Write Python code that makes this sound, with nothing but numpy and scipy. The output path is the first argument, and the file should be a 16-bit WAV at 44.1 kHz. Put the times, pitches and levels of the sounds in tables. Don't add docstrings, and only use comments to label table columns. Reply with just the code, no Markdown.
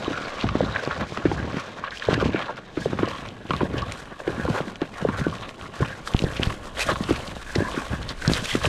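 import sys
import numpy as np
from scipy import signal
from scipy.fft import rfft, irfft, next_fast_len
from scipy.io import wavfile
from scipy.ndimage import uniform_filter1d

SR = 44100
rng = np.random.default_rng(int(sys.argv[2]) if len(sys.argv) > 2 else 0)


def store_pcm(level_fs):
    pcm = np.round(np.clip(level_fs, -1, 1) * 32767).astype(np.int16)
    wavfile.write(sys.argv[1], SR, np.atleast_2d(pcm).T)


N = 382788

# (frequency [Hz], relative level [dB])
WIND_SPECTRUM = [(12, -11.5), (30, -22), (48, -16), (75, -18.5)]
TREAD_SPECTRUM = [(35, -33), (60, -5), (120, -10.5), (200, -21.5)]
PACKING_SPECTRUM = [(90, 3.5), (150, -0.5), (230, 1.5), (400, -4), (600, -8.5), (850, -11.5), (1200, -17)]
# (time [s], level before the 10 dB gain [dB])
WIND_LEVEL = [(0.0, -63), (0.41, -56), (0.72, -69), (2.17, -62), (2.59, -67), (4.28, -59), (5.44, -61),
              (5.8, -65), (6.31, -49), (6.99, -54), (8.19, -48), (8.68, -57)]
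# (time [s], hold [s], tread felt through the hand [dB], snow packing [dB])
STEPS = [(0.0, 0.094, -41, -33), (0.44, 0.26, -31.5, -36), (0.86, 0.2, -43, -42), (1.25, 0.1, -28.5, -36.5),
         (1.42, 0.1, -36.5, -37), (2.089, 0.21, -32, -35), (2.78, 0.49, -43.5, -40), (3.5, 0.33, -36, -37),
         (3.8, 0.13, -40, -65), (4.27, 0.2, -40, -37), (4.44, 0.084, -33.5, -37), (5.02, 0.31, -34.5, -39),
         (5.62, 0.011, -37, -41), (5.8, 0.048, -35, -40), (6.13, 0.25, -40, -43), (6.39, 0.1, -38, -35.5),
         (6.86, 0.34, -37.5, -40), (7.562, 0.022, -25, -34.5), (7.9, 0.17, -36.5, -40.5),
         (8.27, 0.065, -29, -39), (8.54, 0.15, -33, -53)]
STEP_RISE_S, TREAD_FADE_S, PACKING_FADE_S = 0.0086, 0.041, 0.28
TREAD_REST_DB, PACKING_REST_DB = -67, -49.5

# (time [s], length [s], skin drag [dB], hiss [dB], sizzle [dB])
SLIDES = [(0.0, 0.44, -35.5, -41.5, -46), (0.55, 0.42, -35, -42, -47.5), (1.15, 0.52, -38, -46, -50.5),
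          (2.08, 0.38, -39.5, -44, -54), (2.78, 0.15, -43.5, -45, -49.5), (3.0, 0.2, -37, -41.5, -50),
          (3.51, 0.083, -54, -43, -55), (3.73, 0.22, -40, -45.5, -57), (4.27, 0.34, -35.5, -46, -50.5),
          (4.96, 0.42, -41.5, -49, -52), (5.76, 0.16, -39, -45.5, -50), (6.1, 0.41, -40.5, -44.5, -49),
          (6.55, 0.25, -56, -61, -61), (6.84, 0.41, -39, -44.5, -46), (7.5, 0.32, -37, -44, -44.5),
          (7.85, 0.24, -44, -47, -52), (8.23, 0.37, -38, -41, -41.5)]
SLIDE_RISE_S, SLIDE_FADE_S = 0.039, 0.084
# (time [s], hold [s], skin drag [dB], hiss [dB], sizzle [dB])
SCRAPES = [(.13, 0.12, -39, -66, -66), (.26, 0.0095, -37, -60, -49), (.41, 0.0097, -60, -34, -61),
           (.6, 0.016, -46, -45, -64), (.76, 0.0072, -29, -54, -63), (.91, 0.021, -30, -38, -67),
           (1.012, 0.018, -29, -42, -65), (1.08, 0.096, -60, -46, -45), (1.335, 0.0084, -51, -44, -40.5),
           (1.38, 0.029, -52, -47, -50), (1.58, 0.021, -34, -41, -43), (1.78, 0.0086, -35.5, -44, -46),
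           (1.84, 0.043, -34.5, -41.5, -58), (1.94, 0.04, -51, -45, -42), (2.02, 0.037, -39, -38, -45),
           (2.11, 0.032, -27.5, -33, -40), (2.21, 0.0095, -25.5, -40, -67), (2.255, 0.016, -53, -37, -41),
           (2.36, 0.069, -32, -40, -51), (2.49, 0.018, -29.5, -55, -70), (2.58, 0.0065, -39, -43, -50),
           (2.81, 0.037, -48, -57, -42.5), (3.1, 0.014, -39, -52, -48), (3.51, 0.038, -44, -46, -52),
           (3.6, 0.032, -33.5, -44.5, -62), (3.645, 0.014, -36, -55, -50), (3.75, 0.043, -34, -61, -69),
           (3.93, 0.013, -58, -45, -47), (3.985, 0.018, -45, -55, -45), (4.11, 0.023, -41, -52, -73),
           (4.2, 0.02, -38, -50.5, -51), (4.552, 0.035, -25, -40.5, -46), (4.66, 0.043, -48, -51, -53),
           (4.82, 0.019, -36.5, -46, -64), (4.97, 0.047, -37, -48, -54), (5.13, 0.027, -36.5, -47, -66),
           (5.185, 0.014, -31, -43, -41), (5.435, 0.023, -34.5, -41, -65), (5.49, 0.0078, -44, -56, -49),
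           (5.61, 0.06, -42, -48.5, -51), (5.82, 0.017, -34, -57, -46), (5.975, 0.0037, -44, -52, -47),
           (6.07, 0.0078, -37.5, -70, -40), (6.318, 0.0067, -36, -55, -63), (6.43, 0.033, -35, -35.5, -47),
           (6.64, 0.063, -41, -54, -55), (6.783, 0.0044, -31.5, -33, -42),
           (6.809, 0.022, -31.5, -25.5, -28.5), (6.872, 0.0037, -36, -43, -36),
           (6.898, 0.015, -22, -30.5, -37), (7.1, 0.076, -37, -38.5, -47.5), (7.31, 0.0076, -44, -42, -49),
           (7.36, 0.067, -45, -48.5, -50.5), (7.73, 0.04, -35, -37, -62), (7.92, 0.035, -33.5, -51, -48),
           (8.095, 0.022, -37.5, -41, -45), (8.32, 0.057, -35.5, -32.5, -33.5),
           (8.455, 0.1, -57, -33.5, -35.5), (8.64, 0.026, -28.5, -33, -33)]
SCRAPE_RISE_S, SCRAPE_FADE_S = 0.019, 0.015
# drag, hiss, sizzle [dB]
SKI_REST_DB = (-48.5, -54, -58.5)

# (frequency [Hz], width [Hz], relative level [dB])
DRAG_MODES = [(1109, 106, 12), (1420, 103, 10.5), (1645, 162, 10.5), (532, 180, 12.5), (850, 840, -3),
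              (1900, 770, 0.5)]
# (frequency [Hz], relative level [dB])
HISS_SPECTRUM = [(1200, 18), (2000, 0), (2600, 1.5), (4000, -3), (5500, -29), (8000, -30)]
SIZZLE_SPECTRUM = [(3000, -7), (5500, -10.5), (8000, -10), (11000, -18), (13000, -25), (15500, -40)]
SIDE_SPECTRUM = [(2000, -35), (5000, -5.5), (9000, -2), (11500, 3), (14000, 5.5), (15500, -26)]
# (time [s], length [s], pitch [Hz], level [dB])
SINGS = [(0.049, 0.022, 1106, -32), (0.127, 0.046, 1400, -33.5), (0.234, 0.022, 4300, -42),
         (0.673, 0.022, 1160, -33.5), (0.782, 0.02, 1520, -32), (1.375, 0.021, 1630, -31),
         (2.15, .02, 1680, -35), (2.194, 0.038, 1180, -30.5), (2.329, 0.052, 2310, -39),
         (2.813, 0.01, 1670, -32), (3.816, 0.02, 1130, -31), (4.381, 0.11, 1410, -43),
         (5.128, 0.016, 1620, -33), (5.222, 0.048, 1500, -34.5), (5.319, 0.023, 1130, -32),
         (5.886, 0.044, 1640, -37), (6.263, 0.0068, 1680, -29), (6.802, 0.026, 2550, -27),
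         (7.585, 0.09, 1640, -34), (7.627, 0.061, 1050, -35), (7.757, 0.034, 1440, -31.5),
         (7.776, 0.028, 1080, -32.5), (8.208, 0.015, 1500, -33.5), (8.352, 0.066, 3130, -41),
         (8.373, 0.024, 1650, -33), (8.479, 0.061, 3230, -33.5), (8.493, 0.053, 1970, -37.5)]

# (time of envelope peak [s], swing level [dB], base pitch [Hz], rise [cycles])
KNOCKS = [(0.081, -13, 323, 0.49), (0.1137, -20.5, 324, 0.75), (0.443, -13.5, 223, 0.59),
          (0.5545, -8.5, 277, 0.28), (0.6077, -9, 547, 0.99), (0.628, -15, 137, 0.31),
          (0.639, -16.5, 217, 0.37), (0.876, -13, 350, 0.27), (1.019, -20.5, 218, 0.91),
          (1.123, -20.5, 423, 0.24), (1.1745, -10, 500, 0.097), (1.2563, -6.5, 332, 0.76),
          (1.317, -16, 350, 0.92), (1.45, -18.5, 151, 0.3), (1.544, -17.5, 200, 0.27),
          (1.569, -15.5, 293, 0.22), (2.088, -7, 460, 0.77), (2.1095, -16.5, 313, 0.4),
          (2.1302, -8.5, 298, 0.19), (2.179, -16.5, 292, 0.59), (2.228, -13, 370, 0.65),
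          (2.2344, -21, 258, 0.33), (2.2592, -11.5, 248, 0.48), (2.2642, -13.5, 260, 0.17),
          (2.2903, -15, 231, 0.48), (2.295, -15.5, 260, 0.26), (2.3472, -11.5, 342, 0.67),
          (2.7756, -15, 332, 0.86), (2.812, -25.5, 167, 0.49), (2.8599, -11, 467, 0.98),
          (2.902, -24.5, 204, 0.52), (2.9328, -13, 310, 0.24), (2.9923, -10.5, 540, 0.16),
          (3.0325, -9.5, 323, 0.72), (3.077, -20.5, 530, 1), (3.498, -24, 400, 0.67),
          (3.508, -14, 290, 0.14), (3.538, -17.5, 208, 0.23), (3.612, -17, 388, 0.9),
          (3.619, -17.5, 340, 0.38), (3.633, -10.5, 290, 0.49), (3.709, -22.5, 300, 0.4),
          (3.744, -18, 315, 0.85), (4.2793, -13, 373, 0.82), (4.303, -21, 396, 0.59),
          (4.381, -22, 250, 0.56), (4.399, -19, 205, 0.58), (4.4536, -16.5, 520, 0.77),
          (4.487, -14, 322, 0.55), (4.502, -19, 159, 0.72), (4.605, -14.5, 480, 0.52),
          (4.676, -21.5, 220, 0.7), (4.82, -13, 322, 0.69), (5.0259, -18.5, 194, 0.25),
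          (5.0517, -9.5, 487, 1), (5.089, -14.5, 242, 0.48), (5.2175, -17, 156, 0.5),
          (5.268, -10.5, 326, 0.45), (5.8072, -16.5, 387, 1), (5.8243, -14.5, 139, 0.73),
          (6.203, -25, 300, 0.51), (6.2232, -15.5, 162, 0.21), (6.2405, -11, 302, 0.41),
          (6.268, -23, 297, 0.57), (6.3978, -14.5, 317, 0.43), (6.8692, -23.5, 166, 0.39),
          (6.892, -14, 580, 1), (6.9178, -18.5, 367, 0.8), (7.009, -16, 200, 0.59),
          (7.0934, -16, 330, 0.72), (7.11, -8, 340, 0.74), (7.117, -14.5, 133, 0.36),
          (7.128, -33, 260, 0.29), (7.3671, -22.5, 550, 0.37), (7.561, -12, 360, 0.62),
          (7.5714, -20, 220, 0.26), (7.606, -13.5, 363, 0.56), (7.624, -16.5, 274, 0.45),
          (7.745, -22.5, 403, 0.52), (7.7779, -16, 283, 0.61), (7.935, -20.5, 200, 0.57),
          (8.281, -9.5, 142, 0.59), (8.2981, -10, 280, 0.23), (8.3169, -11, 203, 0.17),
          (8.426, -24.5, 198, 0.51), (8.553, -10, 326, 0.47), (8.6472, -13.5, 595, 0.61),
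          (8.6743, -20, 318, 0.59)]
# (time [s], peak before low-pass [dB], centre [Hz], T60 [s])
CRUNCHES = [(0.333, -26, 1200, 0.025), (0.386, -26, 1050, 0.035), (0.443, -20, 720, 0.032),
            (0.489, -16.5, 1180, 0.033), (0.553, -26, 1660, 0.048), (0.7605, -10.5, 1620, 0.033),
            (0.91, -12, 1250, 0.047), (1.172, -18.5, 1310, 0.059), (1.253, -19.5, 1650, 0.067),
            (1.315, -16, 820, 0.047), (1.838, -18, 1140, 0.12), (1.917, -24, 1600, 0.17),
            (2.022, -19, 1670, 0.04), (2.117, -19, 1020, 0.07), (2.36, -17.5, 1500, 0.056),
            (2.492, -21, 850, 0.049), (2.771, -22.5, 1420, 0.056), (2.928, -23, 1040, 0.039),
            (2.988, -15.5, 1010, 0.066), (3.032, -19, 1060, 0.15), (3.5065, -12.5, 1120, 0.051),
            (3.5347, -14.5, 1090, 0.086), (3.606, -15.5, 1000, 0.088), (4.478, -18.5, 1060, 0.044),
            (4.561, -23, 850, 0.05), (4.818, -21.5, 810, 0.051), (5.0875, -17, 1070, 0.073),
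            (5.174, -26, 1450, 0.05), (5.211, -21.5, 1500, 0.029), (5.828, -17, 1040, 0.034),
            (6.074, -17.5, 1320, 0.033), (6.145, -15.5, 750, 0.0058), (6.503, -19.5, 1030, 0.038),
            (6.888, -11.5, 1150, 0.12), (6.957, -18.5, 1130, 0.044), (7.089, -22, 1360, 0.081),
            (7.552, -17.5, 1840, 0.04), (8.208, -37, 1530, 0.049), (8.249, -18, 1530, 0.23),
            (8.552, -16.5, 1330, 0.044), (8.615, -21, 1160, 0.035), (8.644, -20, 1150, 0.086)]
# (time [s], peak before 1 dB gain and low-pass [dB], centre [Hz], T60 [s])
TICKS = [(0.357, -30, 3150, 0.015), (0.411, -19, 3050, 0.02), (0.422, -31, 2600, 0.015),
         (0.4885, -20.5, 2340, 0.044), (1.9071, -26, 3360, 0.019), (1.9726, -23.5, 2520, 0.02),
         (1.997, -24, 3000, 0.015), (2.1999, -26, 2940, 0.019), (2.251, -22, 3070, 0.012),
         (3.0568, -27, 3070, 0.018), (3.287, -28, 3370, 0.017), (3.5064, -19, 2400, 0.021),
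         (3.5344, -21.5, 2390, 0.025), (3.7798, -24, 2780, 0.06), (3.8204, -27, 3500, 0.012),
         (3.9208, -20.5, 2380, 0.014), (3.921, -21, 7660, 0.013), (4.2765, -27, 2180, 0.038),
         (4.757, -24, 2430, 0.0097), (4.8165, -19.5, 2300, 0.0033), (5.4917, -23, 2470, 0.0081),
         (5.6116, -31, 2580, 0.0075), (6.0743, -23, 3950, 0.038), (6.137, -20, 2900, 0.0068),
         (6.1658, -19, 2800, 0.0067), (6.1912, -12, 2700, 0.01), (6.2198, -20, 2900, 0.008),
         (6.224, -24, 3800, 0.008), (6.238, -25, 4500, 0.013), (6.245, -25, 3200, 0.008),
         (6.335, -28, 3000, 0.012), (6.3645, -22, 2650, 0.1), (6.4324, -8, 2700, 0.0091),
         (6.8024, -21, 2390, 0.073), (7.0374, -22, 3200, 0.031), (7.1067, -21, 2480, 0.01),
         (7.16, -27, 4000, 0.012), (7.2764, -27, 2720, 0.02), (7.5552, -14, 3970, 0.03),
         (8.018, -33, 2600, 0.01), (8.029, -27.5, 3200, 0.01), (8.0901, -19, 3540, 0.096),
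         (8.2774, -9, 4760, 0.012), (8.3352, -6.5, 3800, 0.0043), (8.345, -21, 4500, 0.02),
         (8.4462, -20, 3360, 0.014), (8.642, -18, 2850, 0.009), (8.6542, -9.5, 2470, 0.013)]
CREAK_START_S, CREAK_GAP_S = 5.315, 0.016
CREAK_DB, CREAK_HZ, CREAK_T60_S = -31, 3000, 0.0079
# (onset [s], dip level before high-pass [dB], onset to dip [s])
PUSHES = [(6.1474, -3, 0.0014), (6.2427, -8, 0.001), (6.472, -9, 0.0019)]

# (time [s], level [dB])
TREBLE_LEVEL = [(0.0, -15), (2.6, -12.5), (3.6, -5), (6.0, -7), (6.1, -2.5), (8.68, -5)]
TREBLE_HZ, CUTOFF_HZ = 6730, 15650


def amp(db):
    return 10 ** (np.asarray(db) / 20)


def rms_one(x):
    return x / np.sqrt(np.mean(x ** 2) + 1e-20)


def lowpass(x, order, hz):
    return signal.sosfilt(signal.butter(order, hz, fs=SR, output="sos"), x)


def drift(rate_hz):
    step = 10
    r = np.exp(-2 * np.pi * rate_hz * step / SR)
    settle = 2000
    noise = rng.standard_normal(N // step + settle + 2)
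    slow = signal.lfilter([1], [1, -2 * r, r * r], noise)[settle:]
    return np.interp(np.arange(N) / step, np.arange(len(slow)), rms_one(slow))


def colour(x, spectrum):
    hz, db = np.transpose(spectrum)
    size = next_fast_len(N)
    f = np.maximum(np.fft.rfftfreq(size, 1 / SR), 1)
    gain = amp(np.interp(np.log(f), np.log(hz), db, left=-80, right=-80))
    return rms_one(irfft(rfft(x, size) * gain, size)[:N])


def resonate(x, hz, width_hz):
    r = np.exp(-np.pi * width_hz / SR)
    poles = [1, -2 * r * np.cos(2 * np.pi * hz / SR), r * r]
    return signal.lfilter([(1 - r * r) / 2, 0, (r * r - 1) / 2], poles, x)


def grains(per_s, spread_db, clump_db, clump_hz):
    sizes = amp(spread_db * np.minimum(rng.exponential(1, N), 5)) * rng.choice([-1, 1], N)
    born = rng.random(N) < per_s / SR
    return rms_one(sizes * born * amp(clump_db * drift(clump_hz)))


def add(out, s, sound):
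    i = max(round(s * SR), 0)
    out[i:i + len(sound)] += sound[:N - i]


def in_time(rows):
    s, db = np.transpose(rows)
    return amp(np.interp(np.arange(N) / SR, s, db))


def strokes(rows, rise_s, fade_s):
    s, hold_s, *levels_db = np.transpose(rows)
    t = np.arange(N // 44 + 2)[:, None] * 44 / SR - s
    before, after = np.maximum(-t, 0), np.maximum(t - hold_s, 0)
    fall_db = 10 * (before / rise_s + after / fade_s)
    return amp(2 * np.array(levels_db)) @ amp(-2 * fall_db).T


def as_gain(power):
    return np.interp(np.arange(N) / 44, np.arange(len(power)), np.sqrt(power))


def wind():
    gusts = rng.standard_normal(N) * amp(0.67 * drift(6.2))
    return in_time(WIND_LEVEL) * amp(10) * colour(gusts, WIND_SPECTRUM)


def footsteps():
    tread_power = strokes(STEPS, STEP_RISE_S, TREAD_FADE_S)[0]
    packing_power = strokes(STEPS, STEP_RISE_S, PACKING_FADE_S)[1]
    tread_gain = as_gain(tread_power + amp(2 * TREAD_REST_DB))
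    packing_gain = as_gain(packing_power + amp(2 * PACKING_REST_DB))
    lumps = grains(1200, 2, 3, 30)
    return tread_gain * colour(lumps, TREAD_SPECTRUM) + packing_gain * colour(lumps, PACKING_SPECTRUM)


def ski_motion():
    slides = strokes(SLIDES, SLIDE_RISE_S, SLIDE_FADE_S)
    scrapes = strokes(SCRAPES, SCRAPE_RISE_S, SCRAPE_FADE_S)
    return [as_gain(p + amp(2 * rest_db)) for p, rest_db in zip(slides + scrapes, SKI_REST_DB)]


def cracks(per_s=36, spread_db=2.5, fade_s=0.0036):
    sizes = amp(spread_db * np.minimum(rng.exponential(1, N), 1.5))
    snaps = (rng.random(N) < per_s / SR) * sizes
    return 1 + signal.lfilter([1], [1, -np.exp(-1 / (fade_s * SR))], snaps + 1e-18)


def level_out(x):
    return x / np.sqrt(uniform_filter1d(x ** 2, size=6000))


def drag(effort):
    rub = grains(2000, 2.8, 1.5, 80)
    patchy_db, patch_hz = 2.5, 8.9
    rings = np.zeros(N)
    for k, (hz, width_hz, db) in enumerate(DRAG_MODES):
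        patchy_rub = rub * amp(patchy_db * drift(patch_hz))
        rings += amp(db) * (-1) ** k * resonate(patchy_rub, hz, width_hz)
    return effort * level_out(rings)


def crackle(clicks, low_hz, high_hz, sharpness, patchy_db, count):
    dealt = rng.integers(0, count, N)
    out = np.zeros(N)
    for k, hz in enumerate(np.geomspace(low_hz, high_hz, count)):
        own = clicks * (dealt == k) * amp(patchy_db * drift(7.7))
        out += resonate(own + 1e-18, hz, hz / sharpness) / np.sqrt(hz)
    return out


def crystals(hiss, sizzle, shared=0.038, side_db=-19, chips_db=-7):
    coarse, fine = grains(5000, 2.8, 1.5, 70), grains(7000, 2.6, 1.5, 60)
    hissing = level_out(colour(crackle(coarse, 1900, 7000, 12, 4, count=16), HISS_SPECTRUM))
    chips = rms_one(crackle(grains(350, 4, 3, 12), 1000, 4500, 7, 2, count=8))
    sizzling = colour(shared * coarse + fine, SIZZLE_SPECTRUM)
    mid = hiss * (hissing + amp(chips_db) * chips) + sizzle * sizzling
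    side = sizzle * amp(side_db) * colour(rng.standard_normal(N), SIDE_SPECTRUM)
    return np.array([mid + side, mid - side])


def sings(sharpness=8.2, edge_s=0.0067):
    out, t = np.zeros(N), np.arange(round(0.14 * SR)) / SR
    for s, length_s, hz, db in SINGS:
        grit = rng.standard_normal(len(t)) ** 3
        width_hz = hz / sharpness
        note = rms_one(resonate(resonate(grit, hz, width_hz), hz, width_hz))
        envelope = np.tanh(t / edge_s) * np.exp(-np.maximum(t - length_s, 0) / edge_s)
        add(out, s, amp(db) * note * envelope)
    return out


def knocks(sag=0.13, snap_cycles=0.3, lean=0.8):
    thud_db, thud_hz, thud_s = -9, 150, 0.0085
    tail_db, tail_hz, tail_width_hz, tail_s = -15, 150, 236, 0.025
    out, t = np.zeros(N), np.arange(round(0.12 * SR)) / SR
    for s, db, hz, cycles in KNOCKS:
        rise_s = max(cycles, 0.1) / hz
        u = t / rise_s
        phase = rng.normal(-0.46, 0.16)
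        turns = hz * t * (1 - sag * np.tanh(u / 6)) + snap_cycles * np.tanh(u) + phase
        swing = (u * np.exp(1 - u)) ** lean * np.sin(2 * np.pi * turns)
        noise = rng.standard_normal(len(t))
        dull = resonate(resonate(noise, tail_hz, tail_width_hz), tail_hz, tail_width_hz)
        shudder = rms_one(dull) * np.tanh(u / 3) * np.exp(-t / tail_s)
        thud = np.tanh(u) * np.exp(-t / thud_s) * np.cos(2 * np.pi * thud_hz * (t - rise_s))
        add(out, s - rise_s, amp(db) * (swing + amp(thud_db) * thud + amp(tail_db) * shudder))
    return out


def bursts(table, sharpness, rise_s, gain_db, top_hz, bite=0.78):
    out, t = np.zeros(N), np.arange(round(0.1 * SR)) / SR
    at_rise = np.arange(len(t)) == round(rise_s * SR)
    for s, db, hz, t60_s in table:
        puff = rng.standard_normal(len(t)) * np.tanh(t / rise_s) * amp(-60 * t / max(t60_s, 0.002))
        snap = bite * np.sqrt(SR * sharpness / hz) * at_rise
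        sound = resonate(resonate(puff + snap, hz, hz / sharpness), hz, 1.9 * hz)
        add(out, s, amp(db + gain_db) * sound / np.abs(sound).max())
    return lowpass(out + 1e-18, 2, top_hz)


def crunches():
    return bursts(CRUNCHES, sharpness=6, rise_s=0.0006, gain_db=0, top_hz=3000)


def ticks():
    return bursts(TICKS, sharpness=2.5, rise_s=0.0002, gain_db=1, top_hz=7000)


def creak():
    slips = []
    for k in range(7):
        a, b, c = rng.normal(0, 1, 3)
        s = CREAK_START_S + CREAK_GAP_S * (k + 1.4 * a)
        slips.append((s, CREAK_DB + 2 * b, CREAK_HZ * (1 + 0.078 * c), CREAK_T60_S))
    return bursts(slips, sharpness=2.5, rise_s=0.0002, gain_db=0, top_hz=7000)


def pushes():
    out, t = np.zeros(N), np.arange(round(0.1 * SR)) / SR
    highpass = signal.butter(1, 27, "high", fs=SR, output="sos")
    for s, db, width_s in PUSHES:
        dip = (t / width_s) ** 2 * np.exp(2 - 2 * t / width_s)
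        add(out, s, -amp(db) * signal.sosfilt(highpass, dip))
    return out


def scene():
    snapping = cracks()
    effort, hiss, sizzle = ski_motion()
    effort = effort * rms_one(snapping ** 0.45)
    hiss = hiss * rms_one(snapping)
    sizzle = sizzle * rms_one(snapping ** 0.8)
    crust = drag(effort) + crystals(hiss, sizzle) + sings()
    return wind() + footsteps() + crust + knocks() + crunches() + ticks() + creak() + pushes()


def record(dry):
    split = signal.butter(4, TREBLE_HZ, fs=SR, output="sos")
    below = signal.sosfiltfilt(split, dry)
    shelved = below + in_time(TREBLE_LEVEL) * (dry - below)
    return signal.sosfilt(signal.cheby2(12, 70, CUTOFF_HZ, fs=SR, output="sos"), shelved)


dry = scene()
out = record(dry)
store_pcm(out)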